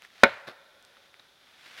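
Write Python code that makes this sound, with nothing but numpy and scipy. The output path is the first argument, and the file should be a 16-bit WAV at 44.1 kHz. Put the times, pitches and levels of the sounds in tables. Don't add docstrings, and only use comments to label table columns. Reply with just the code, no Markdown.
import sys
import numpy as np
from scipy import signal
from scipy.fft import rfft, irfft
from scipy.io import wavfile

SR = 44100
rng = np.random.default_rng(int(sys.argv[2]) if len(sys.argv) > 2 else 0)


def transcribe(u):
    v = np.clip(np.atleast_2d(u).T, -1, 1)
    q = np.round(v * 32767).astype(np.int16)
    wavfile.write(sys.argv[1], SR, q)


N = 79380
T = np.arange(N) / SR

WHACK_S = .2339
THUD_HZ, THUD_T60_S = 556, 0.011

# f/Hz, level/dB
CRACK_SPECTRUM = [(100, -13.5), (350, -7.5), (800, -4), (1150, -4), (1700, 1), (2400, 0), (2900, 0),
                  (4000, -2.5), (5200, -20.5), (8000, -32.5), (15000, -38.5)]
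# f/Hz, t60/s
FOREST_DECAY = [(60, 0.13), (250, 0.13), (550, 1), (1400, 1), (3500, 0.3), (8000, 0.99), (15000, .3)]


def amp(db):
    return 10 ** (np.asarray(db) / 20)


def read(points, hz):
    f, value = np.transpose(points)
    return np.interp(np.log(hz + 1), np.log(f + 1), value)


def add(mix, s, sound):
    part = mix[max(round(s * SR), 0):][:len(sound)]
    part += sound[:len(part)]


def low_cut(x, hz, order=2):
    return signal.sosfilt(signal.butter(order, hz, "high", fs=SR, output="sos"), x)


def high_cut(x, hz):
    return signal.sosfilt(signal.butter(2, hz, fs=SR, output="sos"), x)


def colour(x, points):
    hz = np.fft.rfftfreq(len(x), 1 / SR)
    shaped = irfft(rfft(x) * amp(read(points, hz)) * hz / np.hypot(hz, 25), len(x))
    return shaped / np.sqrt(np.mean(shaped ** 2) + 1e-20)


def grains(per_s, spread_db):
    size = amp(spread_db * np.minimum(rng.exponential(1, N), 4))
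    return rng.standard_normal(N) * size * (rng.random(N) < per_s / SR)


def burst(hold_s, t60_s, rise_s=.0001):
    return np.minimum(T / rise_s, 1) * amp(-60 * np.maximum(T - hold_s, 0) / t60_s)


def mode(hz, t60_s):
    return np.sin(2 * np.pi * hz * T) * amp(-60 * T / t60_s)


def scatter(spectrum, decay, build_s):
    taps = colour(rng.choice([-1., 1.], N) * (rng.random(N) < 4000 / SR), spectrum)
    hz, t, bands = signal.stft(taps, SR, nperseg=256)
    fade = amp(-60 * t / read(decay, hz)[:, None])
    tail = signal.istft(bands * fade, SR, nperseg=256)[1][:N]
    tail *= 1 - np.exp(-(T / build_s) ** 2)
    return tail / np.linalg.norm(tail)


def forest_hiss():
    # f/Hz, level/dB
    spectrum = [(30, 6.5), (70, -5), (130, -9), (420, -7), (560, -7), (800, -6), (1100, -9.5), (1450, -6),
                (2000, -11), (2800, -11.5), (3500, -1), (4400, -10.5), (6000, -15.5), (7700, -24),
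                (10000, -20.5), (15500, -27)]
    return amp(-62.5) * colour(rng.standard_normal(N), spectrum)


def rustle():
    # t/s, level/dB
    ride = [(0, -66.5), (.05, -52), (.09, -67), (.18, -56.5), (.228, -51), (.3, -61.5), (.6, -74),
            (1.05, -62.5), (1.11, -69), (1.25, -65.5), (1.35, -70.5), (1.45, -62), (1.58, -59),
            (1.67, -51.5), (1.755, -51.5), (1.785, -44.5)]
    # f/Hz, level/dB
    spectrum = [(40, -10), (200, -13), (600, -6), (1000, -6.5), (1500, 1), (2300, -0.5), (3600, -3),
                (5500, -10), (7800, -20), (10500, -21.5), (16000, -29.5)]
    level_db = np.interp(T, *np.transpose(ride))
    return amp(level_db) * colour(grains(per_s=7100, spread_db=1.5), spectrum)


def woods(x):
    # f/Hz, level/dB
    trees = [(40, -5), (110, -4), (260, -8), (550, -7), (900, -4), (1500, -6.5), (2300, -3), (3500, 9),
             (6000, -9.5), (15000, -16)]
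    # f/Hz, level/dB
    undergrowth = [(250, 1), (900, -0.5), (2300, -4.5), (4200, 3), (7000, -18.5), (15000, -26)]
    # f/Hz, t60/s
    undergrowth_decay = [(300, 0.098), (1500, 0.16), (4000, 0.073), (8000, 0.12)]
    # f/Hz, level/dB
    far_trees = [(250, -13), (450, -6), (557, -0.5), (750, -3.5), (1500, -3.5), (2500, -4.5), (6000, -8.5)]
    # delay/s, level/dB
    reflections = [(.008, -15), (0.0289, -35.5)]
    response = amp(-32) * scatter(trees, FOREST_DECAY, build_s=.015)
    response += amp(-22) * scatter(undergrowth, undergrowth_decay, build_s=0.0063)
    response += amp(-43.5) * scatter(far_trees, [(1000, 3.2)], build_s=.18)
    out = x + signal.fftconvolve(x, response)[:N]
    dulled = high_cut(x, hz=4500)
    for delay_s, db in reflections:
        add(out, delay_s, amp(db) * dulled)
    return out


def twigs():
    # t/s, level/dB, f/Hz, t60/s, click against ring/dB
    snaps = [(0.0217, -29, 2600, 0.0017, -11), (0.0495, -35, 1850, 0.007, -11),
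             (.104, -46, 1850, .008, -15), (0.4882, -35.5, 3500, 0.0061, -26.5), (0.34, -41, 1750, .012, 1),
             (.968, -48.5, 1310, 0.023, -14), (0.85, -44, 4500, 0.0021, 6), (.826, -52, 5140, 0.0047, 9),
             (1.1425, -34.5, 2135, .003, -29), (1.197, -39.5, 3850, 0.0095, -12)]
    out = np.zeros(N)
    for s, db, hz, t60_s, click_db in snaps:
        click = amp(click_db) * rng.standard_normal(N) * np.exp(-T / .0003)
        snap = mode(hz, t60_s) + high_cut(click, hz=7997)
        add(out, s, amp(db) * low_cut(snap, hz=700))
    return out


def scuffs():
    # t/s, level/dB, hold/s, t60/s
    scrapes = [(0.026, -71, 0.014, 0.025), (.468, -40.5, 0.015, 0.16), (.966, -57, 0.0087, 0.031),
               (1.193, -51.5, 0.0026, 0.051)]
    # f/Hz, level/dB
    spectrum = [(40, -17), (160, 0), (600, 5.5), (1000, 0), (1500, 7.5), (2500, -0.5), (4500, -4.5),
                (7500, -24.5), (11000, -22), (16000, -31)]
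    out = np.zeros(N)
    for s, db, hold_s, t60_s in scrapes:
        grit = colour(grains(per_s=4300, spread_db=2.5), spectrum)
        add(out, s, amp(db) * grit * burst(hold_s, t60_s, rise_s=hold_s / 2))
    return out


def log_ring(contact_s, damping):
    pitches = [260, 380, 557, 742, 905, 1120, 1395, 1488, 1889, 2116, 2215, 2405, 3378, 3750, 5200]
    # level/dB, t60/s
    rings = [(-19.5, 0.054), (-8.5, 0.027), (-16, 0.11), (-20.5, 0.023), (-19.5, 0.075), (-21.5, .05),
             (-9.5, 0.046), (-5, 0.035), (-9.5, 0.032), (-14, 0.059), (-9.5, 0.058), (-6, 0.043),
             (-19.5, .03), (-16, 0.018), (-15.5, .014)]
    modes = sum(amp(db) * mode(hz, t60 / damping) for hz, (db, t60) in zip(pitches, rings))
    force = T * np.exp(-2 * np.pi * T / contact_s)
    return signal.fftconvolve(modes, force / force.sum())[:N]


def knocks():
    # t/s, level/dB, contact time/s
    contacts = [(0.4803, -32, 0.00042), (0.486, -31.5, 0.00079)]
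    out = np.zeros(N)
    for s, db, contact_s in contacts:
        knock = log_ring(contact_s, damping=4.8) + amp(-5.5) * mode(THUD_HZ, THUD_T60_S)
        add(out, s, amp(db) * low_cut(knock, hz=205))
    return out


def whack_tail():
    # f/Hz, level/dB
    rumble = [(30, 0.5), (85, -0.5), (150, -8), (400, -42), (2000, -81)]
    shudder = amp(-37.5) * colour(rng.standard_normal(N), rumble) * burst(hold_s=0, t60_s=0.24)
    crack_echo = amp(-6) * scatter(CRACK_SPECTRUM, FOREST_DECAY, build_s=.03)
    out = np.zeros(N)
    add(out, WHACK_S, shudder + crack_echo)
    return out


def whack():
    # f/Hz, level/dB
    bark = [(100, -24), (350, 3), (2300, 5), (2900, -3), (4000, 0), (6000, -15.5), (10500, -18),
            (16000, -26.5)]
    give_s = 0.0014
    thud = amp(4) * mode(THUD_HZ, THUD_T60_S)
    ring = amp(2.5) * log_ring(contact_s=0.00027, damping=1)
    crunch = amp(-3) * colour(grains(per_s=7500, spread_db=-7.0), bark)
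    crunch *= burst(hold_s=0.0015, t60_s=.013)
    flakes = amp(-18.5) * colour(grains(per_s=13000, spread_db=4.5), CRACK_SPECTRUM)
    flakes *= burst(hold_s=0, t60_s=0.071)
    out = np.zeros(N)
    add(out, WHACK_S, thud)
    add(out, WHACK_S + give_s, ring + crunch + flakes)
    return low_cut(out, hz=205, order=5)


def scene():
    hiss = forest_hiss()
    hits = whack() + knocks() + scuffs() + twigs()
    return (woods(hits) + whack_tail() + rustle() + hiss)[None]


def record(dry):
    ceiling, top_hz = 1.7, 16000
    saturated = low_cut(ceiling * np.tanh(dry / ceiling), hz=90)
    limited = saturated / (1 + saturated ** 12) ** (1 / 12)
    low_pass = signal.firwin(511, top_hz, window=("kaiser", 9), fs=SR)
    return signal.oaconvolve(limited, low_pass[None], "same")


dry = scene()
out = record(dry)
transcribe(out)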